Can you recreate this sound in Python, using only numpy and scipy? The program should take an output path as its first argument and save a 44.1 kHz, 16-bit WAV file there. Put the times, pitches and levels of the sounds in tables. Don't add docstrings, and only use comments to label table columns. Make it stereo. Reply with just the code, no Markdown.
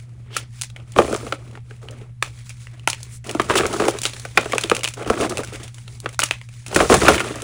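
import sys
import numpy as np
from scipy import signal
from scipy.fft import rfft, irfft, next_fast_len
from scipy.io import wavfile
from scipy.ndimage import uniform_filter1d

SR = 44100
rng = np.random.default_rng(int(sys.argv[2]) if len(sys.argv) > 2 else 0)


def to_wav(s):
    ch = np.atleast_2d(s).T
    pcm = np.round(np.clip(ch, -1, 1) * 32767)
    wavfile.write(sys.argv[1], SR, pcm.astype(np.int16))


N = 327662
BLOW = np.arange(2800) / SR

# (t/s, crumbling time/ms, ring f/Hz, ring level/dB, crack level/dB)
SNAPS = [(0.3654, 1.7, 1340, -18, -25), (0.367, 2.9, 2700, -21.5, -16), (0.6131, 2.4, 2960, -31.5, -21.5),
         (0.6191, 0.7, 4150, -30, -17.5), (0.635, 0.75, 2080, -32.5, -27.5), (0.7005, 1.9, 3830, -42, -44),
         (0.7622, 3.4, 2220, -33.5, -44), (0.8, 0.85, 3120, -47.5, -61), (0.92, 2.1, 3304, -50, -38.5),
         (1.143, .7, 3900, -40.5, -25.5), (1.148, 1, 2540, -28, -41), (1.162, 0.82, 990, -31.5, -29),
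         (1.3238, 1.7, 2440, -21.5, -39), (1.5534, 2, 1340, -38, -77), (1.5744, 0.3, 814, -38, -82),
         (1.886, 0.87, 3070, -33.5, -47), (1.909, 3.1, 2770, -55, -39), (2.225, 1.2, 1240, -15, -29),
         (2.2262, 0.35, 2520, -17.5, -21), (2.4934, 4.5, 2580, -40, -32), (2.504, 4.9, 2440, -37.5, -43),
         (2.6702, 0.66, 1980, -36.5, -49.5), (2.7956, 0.52, 2900, -42.5, -47),
         (2.8747, 0.7, 1415, -10, -15), (2.875, 0.94, 910, -14, -22), (2.885, 3.5, 1040, -25, -25),
         (2.9, 2.3, 4200, -23, -16.5), (2.931, 0.74, 3000, -22, -25.5), (3.03, 1.8, 4450, -44, -29.5),
         (3.2423, 5.9, 1925, -40.5, -39), (3.27, 2.1, 3000, -43, -34), (3.2932, 2.1, 3080, -25.5, -28),
         (3.3118, 1.2, 2565, -34, -24.5), (3.417, 2, 2200, -28, -28), (3.665, 2, 3000, -45, -21),
         (3.728, 3.7, 2900, -34.5, -28.5), (3.9082, 1.7, 3200, -34, -28), (3.9869, 1.7, 4100, -28.5, -24.5),
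         (4.017, 0.91, 3580, -32.5, -21), (4.0332, 8.7, 3080, -25.5, -18.5),
         (4.0535, 1.1, 3300, -14.5, -17.5), (4.0609, 9.4, 4000, -20, -20.5), (4.096, 0.75, 3500, -36, -32),
         (4.134, 6.2, 4130, -30.5, -34), (4.197, 4.4, 4200, -37.5, -30.5), (4.3745, 3, 2420, -6, -30),
         (4.5217, 2.2, 2170, -21.5, -25.5), (4.548, 3, 3500, -33, -28), (4.5818, 0.54, 2360, -14.5, -23),
         (4.582, 1.6, 1590, -20, -18), (4.6104, 4.1, 4230, -30.5, -22.5), (4.6364, 1.1, 3180, -22, -24),
         (4.639, 0.64, 3520, -19.5, -25), (4.698, 1.5, 2880, -17.5, -19), (4.7487, 5.9, 2800, -23.5, -21.5),
         (4.7659, 1.7, 2340, -22.5, -22), (4.792, 2, 3000, -33.5, -30), (4.809, 1.5, 2800, -32.5, -38),
         (4.8334, 2.9, 2300, -23.5, -20.5), (4.8428, 0.52, 3360, -19.5, -18),
         (4.8487, 0.59, 2900, -18.5, -22), (4.857, 1.1, 2630, -23, -31), (4.8751, 2, 2760, -21, -23.5),
         (4.886, 2.1, 2800, -31, -23.5), (4.938, 3.8, 2840, -35.5, -30), (5.047, 0.71, 3010, -37.5, -48),
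         (5.176, 2, 2480, -34, -48), (5.295, 3.9, 3300, -39, -24.5), (5.3721, 0.92, 2670, -25, -24),
         (5.3809, 1.2, 2580, -26.5, -24.5), (5.4341, 5.8, 1480, -28.5, -30.5),
         (5.447, 2, 3500, -39.5, -31.5), (5.557, 1.8, 1990, -38, -37), (5.632, 13, 3470, -35.5, -31),
         (5.744, 4, 3600, -46, -37.5), (5.7826, 3, 2050, -40.5, -42), (5.879, 2.6, 4150, -36.5, -41.5),
         (6.002, 0.84, 4500, -43.5, -31), (6.09, 2.8, 2160, -36, -36), (6.1449, 0.56, 3940, -40.5, -40.5),
         (6.192, 0.34, 1460, -13, -13.5), (6.1972, 1.9, 2610, -21, -24), (6.2026, 1.1, 2480, -30, -16.5),
         (6.219, 0.97, 2780, -17.5, -31), (6.2318, 1.6, 1260, -17.5, -26.5),
         (6.2352, 2.2, 3010, -15, -10.5), (6.31, 0.5, 2580, -12.5, -23), (6.3104, 1.1, 1980, -20, -26),
         (6.414, 1.2, 2100, -35.5, -46), (6.4886, 3.1, 2480, -43, -44), (6.6633, 6.7, 2744, -31.5, -30),
         (6.681, 2, 3500, -41, -30.5), (6.746, 4, 3020, -24.5, -17.5), (7.1545, 1.9, 3000, -25, -25),
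         (7.196, 4.4, 2400, -22, -24.5), (7.42, 1.3, 3500, -38.5, -27)]
SNAP_CYCLES = 2.6
PALM_HZ, PALM_DB = 566, -15.5


def snaps():
    out = np.zeros((2, N))
    for s, ms, hz, ring_db, crack_db in SNAPS:
        add(out, s, piece(ms, hz, ring_db, crack_db, cycles=SNAP_CYCLES, dull_db=-6))
        push = fracture(ms, width=0.15, first=1.13)
        palm = through(push, mode(PALM_HZ, cycles=1.5, wave=np.cos))
        add(out, s, sized(palm, ring_db + PALM_DB))
    return out


# (f/Hz, relative level/dB)
CHIP = [(100, -66), (300, -3), (500, -3), (700, 1.5), (1000, 0.5), (1400, 1.5), (1850, -3), (2600, 0.5),
        (3500, -5), (5000, -13), (9000, -29)]
# (f/Hz, relative level/dB)
CRACK = [(300, -5.5), (1500, -27), (3500, -6.5), (5000, -0.5), (7000, 3), (10000, 3.5), (11400, -1),
         (13500, -21.5), (15500, 3), (17000, -5)]
TREBLE_WIDTH = 0.42


def piece(ms, hz, ring_db, crack_db, cycles, dull_db, overtone=1.385, overtone_db=-5):
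    chip = response(CHIP)
    push = fracture(ms, width=0.39, first=0.83)
    fundamental = evened(mode(hz, cycles, np.cos))
    upper = evened(mode(hz * overtone, cycles, np.cos))
    modes = fundamental + gain_of(overtone_db) * upper
    dull = evened(through(fracture(ms * 1.36, width=0.75, first=0.28), chip))
    ring = evened(through(through(push, chip), modes)) + gain_of(dull_db) * dull
    crack = through(fracture(ms, TREBLE_WIDTH, first=0.25), response(CRACK))
    return sized(ring, ring_db) + sized(crack, crack_db)


def fracture(ms, width, first, lumpy=0.63, rise_ms=0.29):
    t_ms = BLOW * 1000
    force, unevenness = rng.standard_normal((2, len(BLOW))), rng.standard_normal(len(BLOW))
    decay = np.exp(lumpy * np.clip(unevenness, -2, 2) - t_ms / ms)
    run = force * decay * (1 - np.exp(-t_ms / rise_ms))
    run /= np.linalg.norm(run, axis=1, keepdims=True)
    run[0, np.searchsorted(t_ms, rise_ms)] += first
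    return spread(uncolored(run), width)


def uncolored(x, size=60):
    power = uniform_filter1d(abs(rfft(x)) ** 2, size=size, axis=1)
    cepstrum = irfft(np.log(power / power.mean(1, keepdims=True)) / 2)
    cepstrum[:, 1:] *= 2
    cepstrum[:, x.shape[1] // 2:] = 0
    return irfft(rfft(x) / np.exp(rfft(cepstrum)))


def mode(hz, cycles, wave=np.sin):
    return np.exp(-BLOW * hz / cycles) * wave(2 * np.pi * hz * BLOW)


# (t/s, rattling time/ms, piece f/Hz, ring level/dB, crack level/dB, tray f/Hz, tray level/dB)
KNOCKS = [(0.962, 1.5, 1090, -20, -45, 350, -16), (0.9864, 1.56, 1160, -8, -26, 500, -1.5),
          (0.9991, 1.5, 1070, -33.5, -37, 352, -7.5), (1.019, 2.7, 1240, -32, -38.5, 410, -20.5),
          (1.046, 3, 1340, -31, -41.5, 383, -20), (1.079, 3, 1350, -31.5, -37, 430, -22),
          (1.092, 2.8, 1300, -39, -45, 420, -22), (1.11, 2, 1200, -38, -49, 275, -20),
          (1.127, 1.4, 860, -35.5, -28.5, 447, -15), (1.1478, 1.7, 1140, -22.5, -45, 410, -20),
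          (1.266, 2, 1184, -35, -45, 477, -28), (1.3237, 1.8, 1335, -15, -33, 550, -22.5),
          (1.229, 2, 900, -45, -51, 482, -29), (1.7091, 2.3, 1520, -38, -54, 453, -38.5),
          (3.286, 1.7, 1300, -44, -51, 400, -28.5), (3.302, 2, 1290, -31, -46, 380, -28),
          (3.3492, 1.5, 880, -26.5, -33, 294, -15.5), (3.3969, 4.6, 1200, -10, -29.5, 384, -13.5),
          (3.4981, 2.4, 1170, -13.5, -40, 390, -15), (3.5061, 11, 1160, -11.5, -25.5, 434, -14),
          (3.537, 3, 1300, -22, -35, 445, -22), (3.5546, 7, 1300, -12.5, -17.5, 373, -12),
          (3.586, 6.7, 1270, -17, -30, 500, -25), (3.597, 13, 1385, -21.5, -24, 385, -12),
          (3.6086, 1.1, 1210, -17.5, -39, 447, -17), (3.6334, 3.9, 1150, -21, -46.5, 427, -17),
          (3.647, 2.7, 1300, -38, -44, 427, -17), (3.6551, 1.5, 1380, -18, -39.5, 388.5, -21),
          (3.708, 3.4, 1390, -37, -42, 420, -24), (3.799, 4.5, 1190, -14.5, -27, 410, -12.5),
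          (3.82, 2.6, 1210, -21, -36, 406, -14), (3.838, 8.3, 1300, -22.5, -43, 428, -17),
          (3.853, 1.6, 1400, -24, -27, 450, -21), (3.864, 2.7, 1350, -35, -40, 417, -17.5),
          (3.882, 3, 830, -13.5, -18.5, 463, -10.5), (3.938, 1.5, 1250, -35, -48, 453, -33.5),
          (3.948, 3.2, 894, -32, -53, 432, -25), (4.251, 3.75, 1430, -26.5, -31.5, 716, -28.5),
          (4.374, 2.8, 1440, -5, -17, 586, -22), (4.3765, 4.3, 800, -9, -32.5, 680, -24),
          (4.385, 3, 800, -33, -40, 636, -17), (4.5522, 3.6, 826, -29, -36, 473, -18.5),
          (4.411, 1.5, 1510, -45, -29.5, 604, -29.5), (4.431, 2, 1400, -29, -46, 650, -30),
          (4.4572, 2.2, 1010, -28, -45, 450, -20.5), (4.5332, 1.6, 1120, -15, -41, 495, -15.5),
          (4.642, 1.6, 2730, -45, -39, 320, -21), (4.715, 1.3, 1230, -8, -29, 474, -8),
          (4.778, 14, 1100, -39, -48, 524, -26), (5.009, 1.8, 1290, -48, -48, 463, -26),
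          (5.06, 3.3, 1300, -32, -45, 470, -23.5), (5.1, 1.6, 1300, -15, -26, 457, -7.5),
          (5.1034, 8.8, 900, -29, -28, 211, -15), (5.174, 2, 1250, -30.5, -48, 416, -27),
          (5.219, 4, 850, -40, -41, 406, -18), (5.309, 2, 850, -35, -47, 400, -27.5),
          (5.2099, 11, 2800, -22.5, -23, 392, -16.5), (5.245, 8.3, 840, -45, -44, 348, -16),
          (5.3218, 0.96, 1390, -29, -51.5, 335, -20.5), (5.3874, 12, 1245, -33, -44.5, 477, -19),
          (5.521, 2.2, 1300, -59, -52, 418, -34), (6.041, 2, 1310, -57, -54, 450, -34.5),
          (6.728, 1.7, 790, -31, -42, 490, -26.5), (6.0594, 2.8, 1350, -18.5, -41, 492, -23.5),
          (6.7605, 5.5, 1304, -8, -12, 385, -7), (6.791, 2.7, 1170, -17, -38.5, 480, -23.5),
          (6.8025, 4.6, 1300, -9.5, -29, 535, -11.5), (6.806, 12, 850, -17, -20, 696, -6),
          (6.82, 3.3, 1010, -21, -36, 294, -14), (6.826, 2.2, 1300, -32, -41, 454, -11),
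          (6.899, 18, 730, -7.5, -16, 370, -5), (6.9116, 35, 1210, -18, -27, 315, -5),
          (6.9412, 5.6, 786, -5.5, -9.5, 344, -13), (6.924, 7.1, 1340, -10.5, -32, 523, -12),
          (7.017, 5.9, 1360, -15.5, -32, 470, -13.5), (7.031, 4, 1300, -25, -38, 332, -12),
          (7.048, 10, 1210, -16.5, -41, 600, -14), (7.0653, 11, 1250, -10.5, -25.5, 350, -15),
          (7.082, 4.6, 1410, 2, -14, 575, -15.5), (7.086, 6.4, 820, -7, -12, 756, -1),
          (7.098, 6.4, 900, -17, -26, 493, -11), (7.121, 2.7, 1270, -18, -34, 457, -20),
          (7.144, 4, 1290, -18.5, -33, 490, -20), (7.1799, 4.3, 2100, -17, -41, 484, -31),
          (7.2037, 5.2, 1390, -14, -24, 202, -33.5), (7.245, 1.8, 790, -27, -43, 450, -27),
          (7.305, 1.6, 1310, -37, -41, 400, -23), (7.357, 2.9, 1230, -34, -31, 306, -28)]


def knocks():
    out = np.zeros((2, N))
    for s, ms, hz, ring_db, crack_db, tray_hz, tray_db in KNOCKS:
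        add(out, s, tray_note(ms, tray_hz, tray_db))
        add(out, s, piece(ms, hz, ring_db, crack_db, cycles=1.94, dull_db=-4))
    return out


def tray_note(ms, hz, db):
    tray = tray_response()
    push = through(fracture(ms, width=0.083, first=1.26), tray)
    note = evened(through(push, mode(hz, cycles=1.71)))
    rattle = evened(through(fracture(ms * 1.93, width=0.067, first=0.37), tray))
    return sized(note + gain_of(-2.5) * rattle, db)


# (f/Hz, relative level/dB)
TRAY = [(30, -45), (80, -39), (150, -18), (210, -9), (270, -8), (350, -2), (550, 0.5), (720, -2),
        (950, -16), (1300, -7.5), (1800, -33.5), (4000, -37.5)]
BEND_S, BEND_LOW_HZ, BEND_TOP_HZ = 0.002636, 79.4, 1497


def tray_response(size=4096):
    hz = np.fft.rfftfreq(size, 1 / SR)
    delay_s = BEND_S * (np.sqrt(BEND_TOP_HZ / np.clip(hz, BEND_LOW_HZ, BEND_TOP_HZ)) - 1)
    phase = -2 * np.pi * np.cumsum(delay_s) * hz[1]
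    return irfft(rfft(response(TRAY), size) * np.exp(1j * phase))[:size // 2]


# (start t/s, length/s, ring f/Hz, ring level at the crest/dB, hiss level at the crest/dB)
SCRAPES = [(0.293, 0.11, 3020, -33.5, -48.5), (3.057, 0.13, 8700, -39.5, -66),
           (3.547, 0.048, 3200, -18.5, -17.5)]


def scrapes():
    out, grit = np.zeros((2, N)), response(GRIT)
    for s, length, hz, ring_db, hiss_db in SCRAPES:
        u = np.linspace(0, 1, round(length * SR))
        slips = spread(rng.standard_normal((2, len(u))), width=0.39)
        ring = evened(np.diff(through(slips, mode(hz, cycles=1.0)), prepend=0))
        hiss = evened(through(slips, grit))
        envelope = np.sin(np.pi * u ** 2.1)
        add(out, s, envelope * (gain_of(ring_db) * ring + gain_of(hiss_db) * hiss))
    return out


# (start t/s, length/s, growth/(dB/s),
# rolling pieces level/dB, rubbing chips level/dB, powder level/dB, weight on the tray level/dB)
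RAKES = [(0.951, .2, -18, -30, -39.5, -34.5, -35), (1.165, .18, -23.5, -38, -48, -43.5, -45.5),
         (1.368, .2, -12, -46.5, -58, -56, -51), (3.24, 0.227, 8.5, -36.5, -44.5, -42.5, -42),
         (3.471, .2, 7, -28, -35.5, -34.5, -37), (3.677, .1, -0.5, -27.5, -38.5, -35, -41),
         (3.78, .11, -10, -27, -35, -30.5, -58), (3.911, .12, -65, -40.5, -40.5, -40.5, -50.5),
         (4.031, .3, -23, -49, -48, -42.5, -64), (4.341, .44, 0.5, -40.5, -41, -39.5, -63),
         (4.958, .07, 41, -32, -43, -44, -61), (5.05, .1, -2.5, -27, -39, -38, -37),
         (5.17, .085, 30.5, -24.5, -37, -34, -38), (5.282, .125, -2, -31, -40.5, -39.5, -39.5),
         (5.421, .24, -7.5, -43, -48, -46.5, -45), (6.663, .075, 153, -36.5, -45, -41.5, -54.5),
         (6.736, .06, -1, -27.5, -31.5, -25, -27), (6.803, .045, -70.5, -24, -29, -25, -23),
         (6.85, .045, 0, -32, -35, -28, -35), (6.898, .09, -45, -23, -28.5, -23, -18.5),
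         (6.985, .16, 0, -24, -28, -24, -25.5), (7.14, 0.31, -36.5, -32, -37, -37.5, -42)]
RAKE_RISE_S, RAKE_FALL_S = 0.024, 0.02
# (crest t/s, swelling/s, easing/s,
# rolling pieces level/dB, rubbing chips level/dB, powder level/dB)
SQUEEZES = [(0.01, .02, .025, -60, -56.5, -52), (0.218, 0.16, .08, -57, -67.5, -65.5),
            (0.347, .06, .08, -49, -53, -70), (0.591, .055, .05, -63, -54.5, -47),
            (0.781, .03, 0.05, -50, -61, -62), (0.93, .04, .03, -51.5, -55, -52.5),
            (1.72, .04, .06, -53.5, -57.5, -54), (1.845, 0.02, 0.044, -44, -56.5, -54),
            (1.911, 0.026, .03, -43.5, -54, -60), (1.985, .04, .06, -45, -54, -56),
            (2.26, 0.022, 0.043, -50, -55.5, -48), (2.376, 0.041, 0.05, -60, -54, -49.5),
            (2.486, 0.027, .035, -74.5, -57.5, -48.5), (2.64, 0.073, 0.049, -63, -57.5, -50.5),
            (2.76, .05, .09, -57.5, -59.5, -62), (3.0, .08, .07, -57.5, -55, -51),
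            (3.132, .05, .03, -54.5, -52, -51), (4.865, 0.011, .045, -50, -47.5, -40),
            (5.68, 0.036, 0.022, -55, -51, -48), (5.792, 0.046, .04, -56, -54, -46),
            (5.941, .055, .035, -52.5, -54, -45.5), (6.045, 0.015, 0.029, -44, -50, -50),
            (6.111, 0.024, .03, -56, -53.5, -49), (6.28, .025, .09, -69, -51, -47),
            (6.444, 0.017, .02, -69, -59, -51), (6.559, 0.041, 0.099, -61.5, -54.5, -47.5)]
SHED_DB, SHED_S = -11, 0.019
SPLINTER_DB, SPLINTER_S = -20.5, 0.028
JOLT_DB, JOLT_S = -13.5, 0.018
THUMP_DB, THUMP_S = -18.5, 0.01


def handwork():
    power = np.zeros((4, N))
    for start, length, growth, *levels_db in RAKES:
        effort = stroke(start, length, growth, RAKE_RISE_S, RAKE_FALL_S)
        power += (gain_of(levels_db)[:, None] * effort) ** 2
    for crest, swelling_s, easing_s, *levels_db in SQUEEZES:
        power[:3] += (gain_of(levels_db)[:, None] * swell(crest, swelling_s, easing_s)) ** 2
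    power[0] += aftermath([(s, tray_db + JOLT_DB) for s, *_, tray_db in KNOCKS], JOLT_S)
    power[1] += aftermath([(s, ring_db + SPLINTER_DB) for s, *_, ring_db, _ in SNAPS], SPLINTER_S)
    power[2] += aftermath([(s, crack_db + SHED_DB) for s, *_, crack_db in SNAPS], SHED_S)
    power[3] += aftermath([(s, tray_db + THUMP_DB) for s, *_, tray_db in KNOCKS], THUMP_S)
    return np.sqrt(power)


def stroke(start, length, growth_db_per_s, rise_s, fall_s):
    t = np.arange(N) / SR - start
    held = gain_of(growth_db_per_s * (np.clip(t, 0, length) - length / 2))
    release = np.exp(-np.clip((t - length) / fall_s, 0, 20))
    return np.clip(t / rise_s, 0, 1) * held * release


def swell(crest, swelling_s, easing_s):
    t = np.arange(N) / SR - crest
    width_s = np.where(t < 0, swelling_s, easing_s)
    return np.exp(-np.minimum((t / width_s) ** 2 / 2, 20))


def aftermath(blows, fall_s):
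    kicks = np.zeros(N)
    for s, db in blows:
        kicks[round(s * SR)] += gain_of(db) ** 2
    return signal.lfilter([1], [1, -np.exp(-2 / (fall_s * SR))], kicks + 1e-20)


# (f/Hz, relative level/dB)
HEAP = [(30, -40), (80, -47.5), (150, -14), (200, -4), (270, -3), (370, 0), (550, -7), (720, -9),
        (950, -15), (1300, -10.5), (1800, -21.5), (4000, -31.5)]
# (f/Hz, relative level/dB)
RUB = [(300, -18.5), (800, -4), (1300, -3), (1800, 0), (2500, 0), (3300, -3), (4700, -17.5), (8000, -29.5)]
# (f/Hz, relative level/dB)
GRIT = [(1500, -20), (3500, -1), (5000, -1.5), (7500, 0.5), (10000, 1), (11300, -5), (13500, -69),
        (15300, 12), (16500, -22)]
# (f/Hz, relative level/dB)
SKIN = [(800, -28.5), (1750, -13.5), (2250, -0.5), (2800, -16.5), (5000, -28)]
SKIN_DB, SKIN_LIMIT_DB = -5.5, -56


def crumbs(roll, rub, grind):
    surge = slides(per_s=60, fall_s=0.01, rest=0.61)
    rolling = grains(HEAP, 155.1, 1448, per_s=1100, uneven_db=3.5, cycles=2.93, width=0.92)
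    chips = grains(RUB, 805, 4900, per_s=2000, uneven_db=2.5, cycles=3.2, width=0.51)
    powder = grains(GRIT, 3390, 14440, per_s=16000, uneven_db=3.0, cycles=4.6, width=1.0)
    skin_level = np.minimum(gain_of(SKIN_DB) * rub, gain_of(SKIN_LIMIT_DB))
    skin = noise(SKIN, width=0.4) * skin_level
    return surge * (rolling * roll + chips * rub + powder * grind + skin)


def grains(color, low_hz, high_hz, per_s, uneven_db, cycles, width, count=24):
    out, rings = np.zeros((2, N)), np.geomspace(low_hz, high_hz, count)
    for hz in rings:
        share = hz / rings.sum()
        contacts = 1 + int(per_s * share * N / SR)
        when, size, side, sign = rng.random((contacts, 4)).T
        strength = gain_of(uneven_db * np.minimum(-np.log(size), 4))
        strength = strength * np.sign(sign - .5) / np.sqrt(share)
        clicks = np.full((2, N), 1e-18)
        clicks[:, (when * N).astype(int)] = spread([strength, strength * (2 * side - 1)], width)
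        r, turn = np.exp(-hz / cycles / SR), 2 * np.pi * hz / SR
        out += signal.lfilter([1 - r, 0, r - 1], [1, -2 * r * np.cos(turn), r * r], clicks)
    return evened(through(out, response(color)))


def slides(per_s, fall_s, rest):
    chance, size = rng.random((2, N))
    starts = (chance < per_s / SR) * size ** 2
    return evened(rest + signal.lfilter([1], [1, -np.exp(-1 / (fall_s * SR))], starts))


TICK_MS, TICK_HZ, TICK_RING_DB, TICK_CRACK_DB, TICK_SPREAD_DB = 2.1, 2560, -1, 0.5, 6.5
TICK_LIMIT_DB = -50


def ticks(rub, count):
    out = np.zeros((2, N))
    wear = np.cumsum(np.sqrt(rub))
    for when, pitch, size in rng.random((count, 3)):
        at = np.searchsorted(wear, when * wear[-1])
        db = min(20 * np.log10(rub[at]), TICK_LIMIT_DB) + TICK_SPREAD_DB * min(-np.log(size), 2)
        hz = TICK_HZ * 2 ** (pitch - .5)
        tick = piece(TICK_MS, hz, db + TICK_RING_DB, db + TICK_CRACK_DB, cycles=1.0, dull_db=-23.0)
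        add(out, at / SR, tick)
    return out


JOSTLE_MS, JOSTLE_HZ, JOSTLE_TRAY_HZ = 1.3, 1300, 438
JOSTLE_RING_DB, JOSTLE_CRACK_DB, JOSTLE_TRAY_DB = -4.5, -16, -2


def jostles(roll, count):
    out = np.zeros((2, N))
    travel = np.cumsum(roll)
    for when, size in rng.random((count, 2)):
        at = np.searchsorted(travel, when * travel[-1])
        db, pitch = 20 * np.log10(roll[at]), 2 ** (size - .5)
        clack = piece(JOSTLE_MS, JOSTLE_HZ * pitch, db + JOSTLE_RING_DB, db + JOSTLE_CRACK_DB,
                      cycles=3.0, dull_db=-6.5)
        note = tray_note(JOSTLE_MS, JOSTLE_TRAY_HZ * pitch, db + JOSTLE_TRAY_DB)
        add(out, at / SR, clack + note)
    return out


# (f/Hz, relative level/dB)
BOOM = [(20, -31), (45, -1), (80, 11), (120, 1), (200, 1), (320, -19), (800, -66.5)]
BASS_WIDTH = 0.12


def tray_floor(weight):
    return noise(BOOM, BASS_WIDTH) * weight


# (f/Hz, t60/s)
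ROOM = [(150, 0.14), (500, 0.18), (1500, 0.1), (5000, 0.22), (10000, 0.02), (16000, 0.044)]


def room(x, onset_s=0.0033):
    hz, t, z = signal.stft(rng.standard_normal((2, SR // 2)), SR, nperseg=256)
    decay = gain_of(-60 * t / read(ROOM, hz)[:, None])
    tail = signal.istft(z * decay, SR, nperseg=256)[1]
    build = 1 - np.exp(-(np.arange(tail.shape[1]) / SR / onset_s) ** 2)
    z = rfft(tail * build, 2 * SR)
    even = irfft(z / np.sqrt(uniform_filter1d(abs(z) ** 2, size=80, axis=1)))[:, :len(build)]
    tail = spread(even * build, width=0.7)
    return through(x, tail / np.linalg.norm(tail[0]))


HUM_HZ = [120.03, 109.98, 60, 240.06]
HUM_DB = [-38.5, -47, -61, -68.5]
BEAT_CREST_S = 0.02
# (f/Hz, relative level/dB)
AIR = [(20, -11.5), (45, -9), (72, 0.5), (95, -9), (130, -7.5), (200, -14.5), (350, -37), (800, -42.5),
       (2000, -40), (6000, -49), (10500, -42), (12500, -44.5), (16000, -41)]
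AIR_DB = -47


def background():
    t = np.arange(N) / SR - BEAT_CREST_S
    hum = np.zeros(N)
    for hz, db in zip(HUM_HZ, HUM_DB):
        hum += np.sqrt(2) * gain_of(db) * np.cos(2 * np.pi * hz * t)
    return hum + gain_of(AIR_DB) * noise(AIR, BASS_WIDTH)


def noise(color, width):
    return evened(through(spread(rng.standard_normal((2, N)), width), response(color)))


def gain_of(db):
    return 10 ** (np.asarray(db) / 20)


def evened(x):
    return x / np.sqrt(np.mean(x ** 2) + 1e-20)


def sized(x, db):
    return gain_of(db) * evened(x) * np.sqrt(.005 * SR / x.shape[-1])


def read(points, hz):
    f, value = np.transpose(points)
    return np.interp(np.log(hz + 1), np.log(f + 1), value)


def add(mix, s, sound):
    part = mix[:, round(s * SR):][:, :sound.shape[1]]
    part += sound[:, :part.shape[1]]


def response(points, size=4096):
    log_gain = np.log(gain_of(read(points, abs(np.fft.fftfreq(size, 1 / SR)))))
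    return np.fft.ifft(np.exp(np.conj(signal.hilbert(log_gain)))).real[:size // 2]


def through(x, taps):
    size = next_fast_len(x.shape[1] + np.shape(taps)[-1], True)
    return irfft(rfft(x, size) * rfft(taps, size), size)[:, :x.shape[1]]


def spread(pair, width):
    return np.array([pair[0] + width * pair[1], pair[0] - width * pair[1]])


def scene():
    roll, rub, grind, weight = handwork()
    chalk = snaps() + knocks() + scrapes()
    chalk += crumbs(roll, rub, grind) + tray_floor(weight)
    chalk += ticks(rub, count=130) + jostles(roll, count=110)
    return chalk + gain_of(-14.5) * room(chalk) + background()


# (f/Hz, lead of the left/rad)
PORTS = [(20, .1), (120, .17), (400, .1), (800, .35), (1200, .1), (4000, -.2), (6300, -.6), (8300, -1.4),
         (9700, -1.6), (11200, -2.8), (14000, -3.1), (16000, -3.4)]
# (f/Hz, level of the difference between the sides/dB)
IMAGE_WIDTH = [(20, -1.5), (120, -10), (330, -4.5), (600, 5.5), (1100, 0), (16000, -5)]
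# (f/Hz, level in favor of the left/dB)
IMAGE_LEAN = [(20, -2), (330, 0.83), (620, -2.2), (1100, 0.89), (16000, -0.25)]
EDGE_HZ = 16300


def record(dry):
    size = next_fast_len(N + 2048)
    hz, (left, right) = np.fft.rfftfreq(size, 1 / SR), rfft(dry, size)
    lead, lean = read(PORTS, hz), read(IMAGE_LEAN, hz)
    image = spread([left + right, left - right], gain_of(read(IMAGE_WIDTH, hz))) / 2
    image = image * gain_of([lean / 2, -lean / 2])
    ported = irfft(image * np.exp(.5j * np.array([lead, -lead])), size)[:, :N]
    clipped = np.clip(ported, -1, 1)
    band_limit = signal.firwin(255, EDGE_HZ, window=("kaiser", 7), fs=SR)
    return signal.oaconvolve(clipped, band_limit[None], "same")


dry = scene()
out = record(dry)
to_wav(out)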